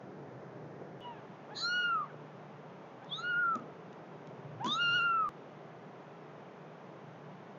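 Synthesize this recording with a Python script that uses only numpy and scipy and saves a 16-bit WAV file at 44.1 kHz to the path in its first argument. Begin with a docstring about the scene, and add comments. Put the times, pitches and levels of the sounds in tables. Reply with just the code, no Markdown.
"""A young kitten, close by in a small room, gives one faint mew and three high, arching meows.
Its vocal folds radiate a harmonic series, raspy or croaky where they vibrate irregularly; as the mouth
closes the overtones fade to an almost pure tone. Paws strike and rub the bedding, the walls reflect
faintly, and a fan-like rush and hum lie beneath. A click precedes the mew; at a second click
the last meow and its echo stop short."""
import sys
import numpy as np
from scipy import signal
from scipy.fft import rfft, irfft, next_fast_len
from scipy.io import wavfile
from scipy.ndimage import map_coordinates

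SR = 44100
rng = np.random.default_rng(int(sys.argv[2]) if len(sys.argv) > 2 else 0)


def int16_out(signal):
    """Quantize to a 16-bit WAV file."""
    q = np.round(np.clip(np.atleast_2d(signal).T, -1, 1) * 32767)
    wavfile.write(sys.argv[1], SR, q.astype(np.int16))


N = 334278
TIME = np.arange(N) / SR

# Fundamental of each call: t/s, f/Hz, level/dB
MEW = [(1.009, 973, -71), (1.061, 975, -46), (1.111, 947, -45.5), (1.16, 856, -62.5), (1.21, 725, -72)]
MEOW_1 = [(1.483, 528, -64), (1.5, 632.5, -57), (1.515, 833, -50), (1.536, 850, -50), (1.555, 925, -72),
          (1.583, 1159, -57), (1.606, 1263, -57), (1.625, 1350, -46.5), (1.659, 1393, -35),
          (1.679, 1422, -36), (1.729, 1439, -33), (1.789, 1446, -30.5), (1.839, 1428, -32.5),
          (1.9, 1392, -32.5), (1.94, 1345, -30.3), (2.01, 1207, -36), (2.04, 1141, -40.5),
          (2.067, 1006, -61), (2.12, 690, -59)]
MEOW_2 = [(3.01, 730, -58.5), (3.04, 829, -54.5), (3.065, 924, -64), (3.094, 1035, -59.5),
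          (3.165, 1271, -56), (3.194, 1316, -40), (3.221, 1391, -49), (3.243, 1422, -37),
          (3.301, 1455, -33), (3.339, 1401, -33), (3.401, 1447, -29.5), (3.47, 1373, -30.5),
          (3.535, 1320, -32.5), (3.555, 1255, -35), (3.574, 1140, -48.5)]
MEOW_3 = [(4.585, 526, -56), (4.598, 659, -56.5), (4.612, 806, -39), (4.639, 943, -41), (4.648, 969, -34.5),
          (4.679, 1112, -38.5), (4.695, 1158, -42), (4.808, 1421, -32), (4.897, 1392, -32),
          (4.934, 1415, -31.5), (4.963, 1459, -29.5), (5.011, 1371, -32.5), (5.053, 1403, -30.5),
          (5.221, 1294, -30.5), (5.263, 1205, -34.5), (5.29, 1140, -40.5)]
# Mouth gesture per call: shrill onset t/s, level/dB, rise/s, fall/s;
# open vowel t/s, rise/s, hold/s, level/dB, fall/s
MOUTH = [(1.051, -55, .055, 0.073, 1.1, .073, .014, -74, .12),
         (1.644, -34.5, 0.04, 0.12, 1.76, 0.072, 0.064, -39.5, 0.12),
         (3.133, -36.5, 0.026, 0.088, 3.28, 0.063, 0.018, -48, 0.1),
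         (4.737, -32, 0.075, 0.03, 4.825, .047, .11, -35, 0.23)]
# Timbre per call: nasal gain/dB, gain/dB of harmonics 3, 4 and 5, tension exponent of 5, roughness
TIMBRE = [(-15, -15, -9, -6, 8, 0.5), (3, -19.5, 4.5, -2, 8, 0.36), (-10.5, -21.5, -4.5, 1, 16, 0.6),
          (4.5, -16.5, 5, 0, 3, .6)]
# Closed-mouth spectrum: gain/dB of harmonics 2, 3 and 4
CLOSED_DB = (-45.5, -51.5, -57.5)
# Throat transmission for harmonics 4 and 5: f/Hz, gain/dB
THROAT_TREBLE = [(3500, -50.5), (4700, -29.5), (5100, -33), (5400, -34), (5720, -24), (6000, -31),
                 (6250, -25.5), (6650, -12), (6900, -23.5), (7100, -55)]
# Period doubling: centre t/s, half duration/s, level/dB at 1.5 and at 3.5 times the pitch
CROAKS = [(1.587, 0.017, -54, -44), (1.605, 0.012, -61, -43.5), (3.101, 0.011, -66, -55.5),
          (3.207, .04, -71, -77), (4.66, 0.018, -54, -53.5), (4.687, 0.014, -61, -60.5)]


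def meows(jitter=0.0025, slack_jitter=0.07, shimmer_db=0.29, full_voice_db=-35,
          taut_hz=1268, slackest_hz=780, slack_db_per_octave=27, nose_hz=1580, nose_width_hz=280):
    """Source and filter: the opening, open and closing mouth favour fold harmonics 3, 2 and 1 in turn."""
    unsteady = 1 + 0.004 * wobble(120) + jitter * wobble(1300)
    flutters = [flutter(k) for k in range(1, 6)]
    low_croak = strokes([(s, half_s, db) for s, half_s, db, _ in CROAKS])
    high_croak = strokes([(s, half_s, db) for s, half_s, _, db in CROAKS])
    shake = wobble(420)
    voice = np.zeros(N)
    for call, mouth, timbre in zip((MEW, MEOW_1, MEOW_2, MEOW_3), MOUTH, TIMBRE):
        nasal_db, third_db, fourth_db, fifth_db, fifth_power, roughness = timbre
        times, pitches, levels = np.transpose(call)
        on = (TIME >= times[0]) & (TIME < times[-1])
        pitch = np.interp(TIME[on], times, pitches)
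        level_db = np.interp(TIME[on], times, levels)
        shrill, vowel = [gain[on] for gain in mouth_gains(mouth)]
        effort = np.sqrt(amp(level_db - full_voice_db))
        tension = np.minimum(pitch / taut_hz, 1)
        # Slack folds buzz with overtones, almost regardless of effort, and vibrate unevenly.
        t = np.arange(len(pitch)) / SR
        fade = np.minimum(np.minimum(t, t[-1] - t) / 0.01, 1)
        slack_octaves = np.log2(taut_hz / np.maximum(pitch, slackest_hz))
        buzz = amp(full_voice_db + slack_db_per_octave * slack_octaves) * effort ** 0.14 * fade
        uneven = slack_jitter * (1 - tension) * shake[on]
        phase = 2 * np.pi * np.cumsum(pitch * (unsteady[on] + uneven)) / SR
        nasal_lift = 1 + peaks([(nose_hz, nose_width_hz, nasal_db)], 2 * pitch)
        second = np.hypot(vowel, buzz * amp(CLOSED_DB[0]) * nasal_lift)
        # The third harmonic fades faster than the second as the mouth shuts.
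        open_third = amp(third_db) * vowel.max() * (vowel / vowel.max()) ** 2.7
        mouth_third = np.hypot(shrill, open_third)
        third = mouth_third + buzz * amp(CLOSED_DB[1])
        # The top harmonics need taut folds and effort, and sweep through the throat's peaks.
        brightness = effort * mouth_third ** 0.82
        fourth = brightness * tension ** 4 * amp(fourth_db + along(THROAT_TREBLE, 4 * pitch))
        fourth += buzz * amp(CLOSED_DB[2])
        fifth = brightness * tension ** fifth_power * amp(fifth_db + along(THROAT_TREBLE, 5 * pitch))
        for k, rms in enumerate([amp(level_db), second, third, fourth, fifth], 1):
            voice[on] += rms * np.exp(1j * k * phase + roughness * flutters[k - 1][on]).imag
        for k, croak in ((1, low_croak), (3, high_croak)):
            voice[on] += croak[on] * np.exp(1j * (k + 0.5) * phase + flutters[k - 1][on]).imag
    return np.sqrt(2) * voice * amp(shimmer_db * wobble(100))


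def mouth_gains(gesture):
    """Articulation: the moving mouth passes a shrill onset, then an open vowel; one gain for each."""
    shrill_s, shrill_db, rise_s, fall_s, open_s, opening_s, hold_s, vowel_db, closing_s = gesture
    shrill = amp(shrill_db) * swell(shrill_s, rise_s, fall_s, fall_shape=1)
    vowel = amp(vowel_db) * swell(open_s, opening_s, closing_s, hold_s, fall_shape=1.72)
    return shrill, vowel


def flutter(harmonic, spread=0.11, fray=0.013):
    """Random modulation of amplitude (real) and phase (imaginary) broadens higher harmonics more."""
    smear = wobble(260) / 4 + 1j * wobble(260)
    skirt = wobble(800) + 1j * wobble(800)
    return spread * harmonic ** 1.4 * smear + fray * harmonic ** 1.7 * skirt


# Fold rattles: peak t/s, level/dB, rise/s, hold/s, fall/s, mouth resonance f/Hz, glide/(Hz/s)
RATTLES = [(1.012, -65.5, .007, .008, 0.031, 3230, -1500), (1.573, -43.5, 0.026, .042, 0.02, 4240, 4499),
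           (1.64, -56, 0.028, 0.0081, 0.07, 4380, 501), (3.1, -67, 0.045, .002, 0.03, 3690, 4494.5),
           (3.185, -61, .04, .02, 0.047, 3850, 3499.5), (4.716, -54, .06, .02, 0.12, 3470, 4001.5),
           (4.962, -63.5, 0.19, 0.017, .04, 3610, 1)]
# Throat resonances: f/Hz, width/Hz, gain/dB
THROAT_FORMANTS = [(1720, 150, -2), (3370, 280, -5), (4720, 330, -4), (6050, 400, -14), (6680, 280, -3)]


def rasp(hiss_db=-31.5, hiss_hz=4230, hiss_width_hz=540, flutter_db=2, scatter_hz=230, throat_db=-7):
    """Aperiodic excitation: the open mouth hisses, and rattling folds drive mouth and throat formants."""
    drive = amp(hiss_db) * sum(sum(mouth_gains(gesture)) for gesture in MOUTH)
    mouth = drive * band_noise(hiss_hz, hiss_width_hz)
    for s, db, rise_s, hold_s, fall_s, mouth_hz, glide in RATTLES:
        rattle = amp(db) * swell(s, rise_s, fall_s, hold_s)
        squeal_hz = mouth_hz + glide * (TIME - s) + scatter_hz * wobble(900)
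        squeal = np.sin(2 * np.pi * np.cumsum(squeal_hz) / SR)
        mouth += rattle * unit(amp(flutter_db * wobble(900)) * squeal)
        drive += rattle
    harshness = (drive / drive.max()) ** 0.49  # the throat answers mainly to strong drive
    throat = noise(lambda hz: peaks(THROAT_FORMANTS, hz))
    return mouth + amp(throat_db) * drive * harshness * throat


# Paw contacts: t/s, relative tick level/dB, relative bump level/dB
PAW_CONTACTS = [(3.555, -35, -30), (3.599, -55, -44), (3.908, -64, -49), (3.929, -42, -67),
                (4.273, -41.5, -70), (4.645, -25.5, -32), (4.653, -43.5, -53), (4.661, -30.5, -28),
                (4.667, -37, -28.5), (4.68, -32, -33)]
# Modes of a bump: f/Hz, gain/dB, T60/s
BUMP_MODES = [(205, -22, 0.22), (240, 0, 0.11), (328, 0, 0.044), (602, -10, 0.066)]
# Claw drags: centre t/s, half duration/s, level/dB
SCRATCHES = [(3.048, 0.0086, -65.5), (3.575, 0.021, -67.5), (4.668, 0.019, -49.5)]
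# Spectrum of a claw on cloth: f/Hz, gain/dB
CLAW_SPECTRUM = [(400, 4), (1500, 5), (2500, -4.5), (4000, -3), (5500, -6), (6700, -1), (7500, -16),
                 (12000, -27)]


def paws(tick_t60_s=0.0097, tick_gain_db=-8, attack_s=0.0034, snag_db=3):
    """Impact and friction: landing paws excite damped modes; claws tick and drag on the threads."""
    ticks, bumps = np.zeros((2, N + SR))
    t = np.arange(SR // 4) / SR
    for s, tick_db, bump_db in PAW_CONTACTS:
        span = slice(round(s * SR), round(s * SR) + len(t))
        ring = sum(amp(db + rng.standard_normal() - 60 * t / t60) * np.sin(2 * np.pi * hz * t)
                   for hz, db, t60 in BUMP_MODES)
        ticks[span] += amp(tick_db + tick_gain_db - 60 * t / tick_t60_s)
        bumps[span] += amp(bump_db) * ring * (1 - np.exp(-t / attack_s))
    drag = strokes(SCRATCHES) * amp(snag_db * wobble(500))
    cloth = noise(lambda hz: amp(along(CLAW_SPECTRUM, hz)))
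    return bumps[:N] + (ticks[:N] + drag) * cloth


# Hands and fur on the blanket, and the mattress giving: centre t/s, half duration/s, level/dB
BLANKET_RUBS = [(.15, 0.99, -61), (.8, 1, -55), (.765, 0.0047, -50), (.82, 0.0094, -42),
                (2.12, 0.0087, -51), (2.145, 0.006, -45), (3.63, 0.24, -52.5), (4.3, 0.13, -53.5),
                (4.9, 1, -57), (6.68, 0.088, -60), (6.92, 0.074, -54.5)]
MATTRESS_RUMBLES = [(.55, 1, -56), (4.52, 0.36, -55), (4.585, 0.046, -46), (4.95, 0.15, -51.5)]


def bedding():
    """Sliding friction makes muffled noise on the blanket; the mattress rumbles under a shifting load."""
    rub = strokes(BLANKET_RUBS) * band_noise(centre_hz=450, width_hz=420)
    rumble = strokes(MATTRESS_RUMBLES) * band_noise(centre_hz=135, width_hz=40)
    return rub + rumble


# Reverberation time of the room: f/Hz, T60/s
ROOM_DECAY = [(200, 0.29), (1400, 0.5), (6000, 0.27)]


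def reflections(source, reverb_db=-21, wall_delay_s=0.04, wall_db=-19):
    """Reflection: one far-wall echo and a diffuse tail in which each frequency decays at its own rate."""
    hz, t, spectrum = signal.stft(rng.standard_normal(SR // 2), SR, nperseg=256)
    decay = amp(-60 * t / along(ROOM_DECAY, hz)[:, None])
    tail = signal.istft(spectrum * decay, SR, nperseg=256)[1]
    delayed = np.pad(source, (SR // 200, 0))
    reverb = signal.fftconvolve(delayed, tail / np.linalg.norm(tail))[:N]
    echo = np.pad(source, (round(wall_delay_s * SR), 0))[:N]
    return amp(reverb_db) * reverb + amp(wall_db) * echo


# Spectral density of the rush: f/Hz, relative level/dB
RUSH_SPECTRUM = [(35, -65.5), (60, -26.5), (91, -18), (103, -22), (151, -1.5), (254, -8), (394, -6.5),
                 (463, -9), (589, -7), (1030, -12), (2000, -22.5), (3430, -31.5), (4280, -38.5),
                 (6380, -41.5), (7200, -50.5), (9360, -33.5), (15800, -38.5)]
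# Added colour of the rush before the first click: f/Hz, gain/dB
EARLY_COLOUR = [(150, 0), (450, 3), (1100, -2), (1800, 1), (2800, -4.5), (5000, 0)]
# Hum tones: f/Hz, width/Hz, level/dB
HUM_TONES = [(150.37, 1.2, -61), (124, 15, -67), (185.8, 3.6, -67), (402.6, 6.9, -65), (441.8, 9.9, -65)]


def rush_and_hum(rush_db=-51.5):
    """Broadband noise is heard as rushing air, narrowband noise as wavering, fan-like hum."""
    rush = noise(lambda hz: amp(along(RUSH_SPECTRUM, hz)))
    early_rush = filtered(rush, lambda hz: amp(along(EARLY_COLOUR, hz)))
    rush = np.where(TIME < CLICKS[0][0], early_rush, rush)
    hum = sum(amp(db) * band_noise(hz, width) for hz, width, db in HUM_TONES)
    return amp(rush_db) * rush + hum


# Clicks before the mew and at the end of the last meow: t/s, level/dB
CLICKS = [(1.006, -47.5), (5.291, -37)]


def clicks(decay_s=0.00063):
    """A step with a fast exponential decay has a broad spectrum and is heard as a click."""
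    return sum(amp(db) * (TIME >= s) * np.exp(-np.abs(TIME - s) / decay_s) for s, db in CLICKS)


def amp(db):
    """Decibels to amplitude ratio."""
    return 10 ** (np.asarray(db) / 20)


def unit(x):
    """Normalisation to rms 1."""
    return x / np.sqrt(np.mean(x ** 2) + 1e-20)


def along(points, hz):
    """Interpolation of (f/Hz, value) points on a logarithmic frequency axis."""
    f, values = np.transpose(points)
    return np.interp(np.log(hz + 1), np.log(f + 1), values)


def peaks(modes, hz):
    """Magnitude response of steep-sided resonances (f/Hz, width/Hz, gain/dB)."""
    return sum(amp(db) / (1 + ((hz - centre) / width) ** 2) ** 2 for centre, width, db in modes)


def wobble(rate):
    """Smooth random modulation with rate knots a second."""
    knots = rng.standard_normal(int(N * rate / SR) + 4)
    return map_coordinates(knots, [TIME * rate])


def filtered(x, response):
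    """Linear filtering: the spectrum of x times a frequency response."""
    size = next_fast_len(N + SR // 2)
    return irfft(rfft(x, size) * response(np.fft.rfftfreq(size, 1 / SR)), size)[:N]


def noise(response):
    """Spectrally shaped Gaussian noise of rms 1."""
    return unit(filtered(rng.standard_normal(N), response))


def band_noise(centre_hz, width_hz):
    """Random excitation of a single resonance, rms 1."""
    return noise(lambda hz: peaks([(centre_hz, width_hz, 0)], hz))


def swell(s, rise_s, fall_s, hold_s=0, fall_shape=2):
    """Envelope reaching 1 at time s; 20 dB down rise_s earlier and fall_s after the hold."""
    early = np.maximum(s - TIME, 0) / rise_s
    late = np.maximum(TIME - s - hold_s, 0) / fall_s
    return amp(-20 * np.minimum(early ** 2 + late ** fall_shape, 10))


def strokes(rows):
    """Incoherent addition: swells (t/s, half duration/s, level/dB) sum in power."""
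    return np.sqrt(sum((amp(db) * swell(s, half_s, half_s)) ** 2 for s, half_s, db in rows))


def scene():
    """Superposition: the kitten and its echoes, silent from the last click on, over bedding and air."""
    kitten = meows() + rasp() + paws()
    kitten_in_room = (kitten + reflections(kitten)) * (TIME < CLICKS[-1][0])
    return (kitten_in_room + bedding() + rush_and_hum())[None]


def record(dry, low_cut_hz=100, treble_edge_hz=7240, top_hz=15800):
    """Band limiting: deep bass is cut and the top treble falls 30 dB; the added clicks stay brighter."""
    high_pass = signal.butter(4, low_cut_hz, "high", fs=SR, output="sos")
    sound = signal.sosfilt(high_pass, dry[0])
    sound = filtered(sound, lambda hz: amp(-np.clip((hz - treble_edge_hz) / 10, 0, 30)))
    return filtered(sound + clicks(), lambda hz: hz < top_hz)[None]


dry = scene()
out = record(dry)
int16_out(out)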